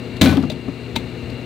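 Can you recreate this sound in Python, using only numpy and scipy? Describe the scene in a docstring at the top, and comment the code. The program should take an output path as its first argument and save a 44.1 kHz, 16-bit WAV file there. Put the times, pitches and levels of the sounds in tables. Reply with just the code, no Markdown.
"""Bang on a grain hopper

A steel hopper full of grain stands on a humming electric machine in a workshop. Something metal
bangs against it: the frame booms, the sheet rings and the microphone overloads. The hopper bumps
as it settles, a fitting is tapped and a latch clacks, with faint ticks of loose parts between."""
import sys
import numpy as np
from scipy import signal
from scipy.fft import rfft, irfft, next_fast_len
from scipy.io import wavfile

SR = 44100
rng = np.random.default_rng(int(sys.argv[2]) if len(sys.argv) > 2 else 0)


def store_pcm(level_fs):
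    """Save levels as 16-bit WAV."""
    pcm = np.round(np.clip(level_fs, -1, 1) * 32767).astype(np.int16)
    wavfile.write(sys.argv[1], SR, np.atleast_2d(pcm).T)


N = 63945
TIME = np.arange(N) / SR

# Frame modes: pitch_hz, level_db, t60_s
FRAME_MODES = [(88.4, -1, 0.44), (146.36, -8, 0.62), (171.2, -6, 0.23), (199.3, -3, 0.19), (218, -13, 0.66),
               (270.8, -3.5, 0.57), (322.2, -5.5, 0.42), (494.8, -10.5, 0.17), (643.4, -12.5, 0.15)]
# Steel sheet modes: pitch_hz, level_db, t60_s
SHEET_MODES = [(772, -9, 0.32), (872, -8, 0.24), (1157, -6, 0.42), (1497, 1, 0.24), (1680, -10, 0.22),
               (2067, -7, 0.28), (2282, -5, 0.22), (2422, 1, 0.21), (2643, -10, 0.3), (3122, -10, 0.26),
               (3700, -7, 0.2), (4016, -1, 0.2), (4400, -8, 0.2)]
# Hit and rebound on the sheet: start_s, level_db
SHEET_HITS = [(0.2135, -27.5), (0.259, -20.5)]
# Metal-on-metal contact spectrum: freq_hz, density_db
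METAL_SPECTRUM = [(300, 0.5), (900, -1.5), (1150, -17), (1500, -6.5), (2300, 1), (3200, 1.5), (3800, 6.5),
                  (5100, -13.5), (6000, -10), (7500, -12.5), (11000, -22), (16000, -19)]


def bang(start_s=0.2115):
    """Metal cracks against the hopper; the frame booms and the sheet rings fully on the rebound."""
    crack = from_db(-2) * noise(METAL_SPECTRUM) * burst(start_s, rise_s=0.0077, t60_s=0.02)
    boom = ring(FRAME_MODES, [(start_s + 0.001513, -3)])
    sheet = ring(SHEET_MODES, SHEET_HITS)
    return crack + boom + sheet + from_db(-5.5) * crash(start_s, rise_s=0.015)


# Dense hopper and room resonances: freq_hz, density_db
CRASH_SPECTRUM = [(40, -32), (90, -3), (280, 4.5), (420, -9.5), (750, -11), (1100, -18.5), (2300, -14.5),
                  (3000, -17.5), (4100, -16), (5500, -25.5), (9000, -32), (16000, -33.5)]
# Their decay times: freq_hz, t60_s
CRASH_DECAY = [(100, 0.82), (300, 0.53), (1200, 0.31), (4000, 0.33), (12000, 0.3)]


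def crash(start_s, rise_s):
    """Countless close resonances of hopper and room; the bass lasts longest."""
    rest, out = noise(CRASH_SPECTRUM), 0
    for hz in np.geomspace(150, 12000, 7):
        band = signal.sosfilt(signal.butter(1, hz, fs=SR, output="sos"), rest)
        rest = rest - band
        out += band * burst(start_s, rise_s, at_hz(CRASH_DECAY, hz))
    return out + rest * burst(start_s, rise_s, CRASH_DECAY[-1][1])


# Bumps as the hopper settles, the last one the thud of the latch: start_s, thud_db, frame_db, rattle_db
BUMPS = [(0.26, -4.5, -20.5, -20), (0.323, -32, -15, -19.5), (0.3736, -11.5, -25, -23),
         (0.432, -19, -26, -24.5), (0.679, -22, -33.5, -32), (0.964, -27.5, -34.5, -42)]
# Loaded hopper modes: pitch_hz, level_db, t60_s
HOPPER_MODES = [(172.8, -9, 0.32), (240, 1.5, 0.13), (269.6, -0.5, 0.14), (332, -6.5, 0.075)]
# Dull contact spectrum: freq_hz, density_db
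THUD_SPECTRUM = [(40, -38), (90, -16), (170, -3), (260, 1), (400, -10), (650, -14.5), (1300, -43),
                 (6000, -70)]
# Rattle spectrum: freq_hz, density_db
RATTLE_SPECTRUM = [(250, 1), (650, 0.5), (900, -7.5), (1250, 3.5), (1600, -11.5), (3500, -18), (12000, -45)]


def bumps():
    """The hopper settles: each bump thuds, rattles briefly and stirs the frame again; the last bump is the
    latch thudding home."""
    out = ring(FRAME_MODES, [(start_s, db) for start_s, _, db, _ in BUMPS])
    out += ring(HOPPER_MODES, [(start_s, db) for start_s, db, _, _ in BUMPS])
    for start_s, thud_db, _, rattle_db in BUMPS:
        thud = noise(THUD_SPECTRUM) * burst(start_s, rise_s=0.0031, t60_s=0.11)
        rattle = noise(RATTLE_SPECTRUM) * burst(start_s, rise_s=0.005, t60_s=0.05)
        out = out + from_db(thud_db - 1) * thud + from_db(rattle_db) * rattle
    return out


RING_LAG_S = 0.0025
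# Latch modes: pitch_hz, level_db, t60_s
LATCH_MODES = [(905, -2.5, 0.045), (2125, -10.5, 0.1), (2282, -10, 0.07), (2557, -9.5, 0.06),
               (3682, -3.5, 0.05), (3962, 1, 0.048)]


def latch(start_s=0.96, snap_db=-19.5, ring_db=-18.5):
    """A small steel latch snaps home and rings briefly."""
    contact = snap(METAL_SPECTRUM, start_s, snap_db)
    return contact + ring(LATCH_MODES, [(start_s + RING_LAG_S, ring_db)])


# Fitting modes: pitch_hz, level_db, t60_s
FITTING_MODES = [(514, -1.5, 0.06), (617, 0, 0.1), (2621, -6.5, 0.07), (3578, 1.5, 0.06), (3950, 0, 0.06),
                 (4650, -11, 0.05)]


def fitting_tap(start_s=0.498, snap_db=-26.5, ring_db=-27.5):
    """A light tap sets a metal fitting ringing, short and hollow."""
    contact = snap(METAL_SPECTRUM, start_s, snap_db)
    return contact + ring(FITTING_MODES, [(start_s + RING_LAG_S, ring_db)])


# Loose part contacts: start_s, level_db
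TICKS = [(0.165, -37.5), (0.3693, -25), (0.4245, -35.5), (0.4505, -43), (0.516, -35), (0.521, -37),
         (0.955, -30.5), (1.097, -46), (1.298, -40.5)]
# Tick spectrum: freq_hz, density_db
TICK_SPECTRUM = [(500, 9), (2500, 4.5), (4400, 7), (6000, -8), (9000, -10.5), (16000, -19)]


def ticks():
    """Loose parts touch: short, bright and without pitch."""
    return sum(snap(TICK_SPECTRUM, start_s, db) for start_s, db in TICKS)


# Motor and mains hum lines: pitch_hz, level_db
HUM_LINES = [(119.6, -35.5), (178, -48), (240, -40), (270, -46), (360.3, -43), (479, -49), (640, -54.5)]
# Running noise spectrum: freq_hz, density_db
WHIR_SPECTRUM = [(25, -40), (45, -18), (68, -7), (100, -3), (150, -3.5), (260, -6), (330, -8), (420, -9),
                 (620, -14), (950, -22.5), (1700, -25), (2150, -21), (2500, -21.5), (3300, -30.5),
                 (4100, -22), (5200, -41), (8000, -42), (10500, -51), (16000, -52)]


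def machine(waver_db=1.2, whine_hz=2772, whine_width_hz=51):
    """Wavering motor and mains hum, a narrow bearing whine and broad running noise."""
    hum = 0
    for hz, db in HUM_LINES:
        amplitude = np.sqrt(2) * from_db(db + waver_db * drift(rate_hz=4.8))
        hum += amplitude * np.sin(2 * np.pi * (hz * TIME + rng.random()))
    phase = 2 * np.pi * whine_hz * TIME
    whine = drift(whine_width_hz) * np.sin(phase) + drift(whine_width_hz) * np.cos(phase)
    return hum + from_db(-48.5) * whine + from_db(-34.5) * noise(WHIR_SPECTRUM)


# Rumble envelope: time_s, level_db
RUMBLE_LEVELS = [(0, -46), (0.2, -41), (0.6, -40), (0.9, -51.5), (0.98, -33), (1.1, -47), (1.3, -34),
                 (1.45, -52)]
# Rumble spectrum: freq_hz, density_db
RUMBLE_SPECTRUM = [(25, -30), (48, -17), (68, -2.5), (90, -11), (140, -13), (400, -85)]


def rumble():
    """A low rumble comes and goes under the hum."""
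    level_db = np.interp(TIME, *np.transpose(RUMBLE_LEVELS))
    return from_db(level_db) * noise(RUMBLE_SPECTRUM)


def ring(modes, blows, uneven_db=2.0):
    """Blows (start_s, level_db) strike every damped mode, each with slightly uneven strength."""
    start_s, blow_db = np.transpose(blows)
    out = np.zeros(N)
    for k, (hz, mode_db, t60_s) in enumerate(modes):
        strength = from_db(blow_db + mode_db + uneven_db * rng.standard_normal(len(blows)))
        impulses = np.full(N, 1e-18)
        np.add.at(impulses, (start_s * SR).astype(int), strength)
        r, w = decay(1 / SR, t60_s), 2 * np.pi * hz / SR
        out += (-1) ** k * signal.lfilter([0, np.sin(w)], [1, -2 * r * np.cos(w), r * r], impulses)
    return out


def snap(spectrum, start_s, level_db, rise_s=0.0026):
    """A hard little contact with its short tail in the room."""
    direct = burst(start_s, rise_s, t60_s=0.027)
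    room = from_db(-14) * burst(start_s, rise_s, t60_s=0.17)
    return from_db(level_db) * noise(spectrum) * (direct + room)


# Diffuse share of the sound: freq_hz, side_db
DIFFUSE_SHARE = [(60, -22), (300, -26), (700, -13.5), (2500, -13), (9000, -14)]


def noise(spectrum, ripple_db=2.5, ripple_width_hz=22):
    """Coloured stereo noise at unit rms, rippled by reflections and more diffuse in the treble."""
    size = next_fast_len(N)
    hz = np.arange(size // 2 + 1) * SR / size
    ripple = np.interp(hz / ripple_width_hz, np.arange(size), rng.standard_normal(size))
    colour = from_db(at_hz(spectrum, hz) + ripple_db * ripple)
    mid, side = rfft(rng.standard_normal((2, size))) * colour
    side *= from_db(at_hz(DIFFUSE_SHARE, hz))
    return unit_rms(irfft(np.array([mid + side, mid - side]), size)[:, :N])


def drift(rate_hz):
    """Smooth random wander at unit rms."""
    r = np.exp(-2 * np.pi * rate_hz / SR)
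    return unit_rms(signal.lfilter([1], [1, -2 * r, r * r], rng.standard_normal(N + SR))[SR:])


def burst(start_s, rise_s, t60_s):
    """Contact envelope: linear rise, exponential fall."""
    age_s = TIME - start_s
    return np.clip(age_s / rise_s, 0, 1) * decay(age_s - rise_s, t60_s)


def decay(age_s, t60_s):
    """Exponential fall, 60 dB per t60_s."""
    return np.exp(-np.log(1000) * np.maximum(age_s, 0) / t60_s)


def at_hz(table, hz):
    """Interpolate on a log-frequency axis."""
    freq_hz, values = np.transpose(table)
    return np.interp(np.log(np.maximum(hz, 1)), np.log(freq_hz), values)


def from_db(db):
    """Decibels to gain."""
    return 10 ** (np.asarray(db) / 20)


def unit_rms(x):
    """Scale to unit rms."""
    return x / np.sqrt(np.mean(x ** 2) + 1e-20)


def pan(left_db):
    """Stereo gains for a left-minus-right level difference."""
    return from_db(np.array([[left_db], [-left_db]]) / 2)


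def scene():
    """Impacts over the running machine, all to the left of the microphone."""
    background = machine() + rumble()
    impacts = bang() + bumps() + fitting_tap() + latch() + ticks()
    return pan(left_db=10) * impacts + pan(left_db=9) * background


def record(dry):
    """The microphone clips softly; gain control ducks and slowly recovers; the top is cut."""
    ceiling, knee = 0.88, 2.2
    highpass_hz, lowpass_hz = 38.6, 15750
    limit_db, attack_s, release_db_per_s = -3, 0.0018, 4
    clipped = dry / (1 + np.abs(dry / ceiling) ** knee) ** (1 / knee)
    # Bass roll-off tilts the flat tops.
    tilted = signal.sosfilt(signal.butter(1, highpass_hz, "high", fs=SR, output="sos"), clipped)
    peak_db = 20 * np.log10(np.abs(tilted).max(axis=0) + 1e-9)
    over_db = np.maximum(peak_db - limit_db, 0)
    release_db = release_db_per_s * TIME
    held_db = np.maximum.accumulate(over_db + release_db) - release_db
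    r = np.exp(-1 / (attack_s * SR))
    ducked = tilted * from_db(-signal.lfilter([1 - r], [1, -r], held_db))
    return signal.sosfilt(signal.ellip(10, 0.1, 80, lowpass_hz, fs=SR, output="sos"), ducked)


dry = scene()
out = record(dry)
store_pcm(out)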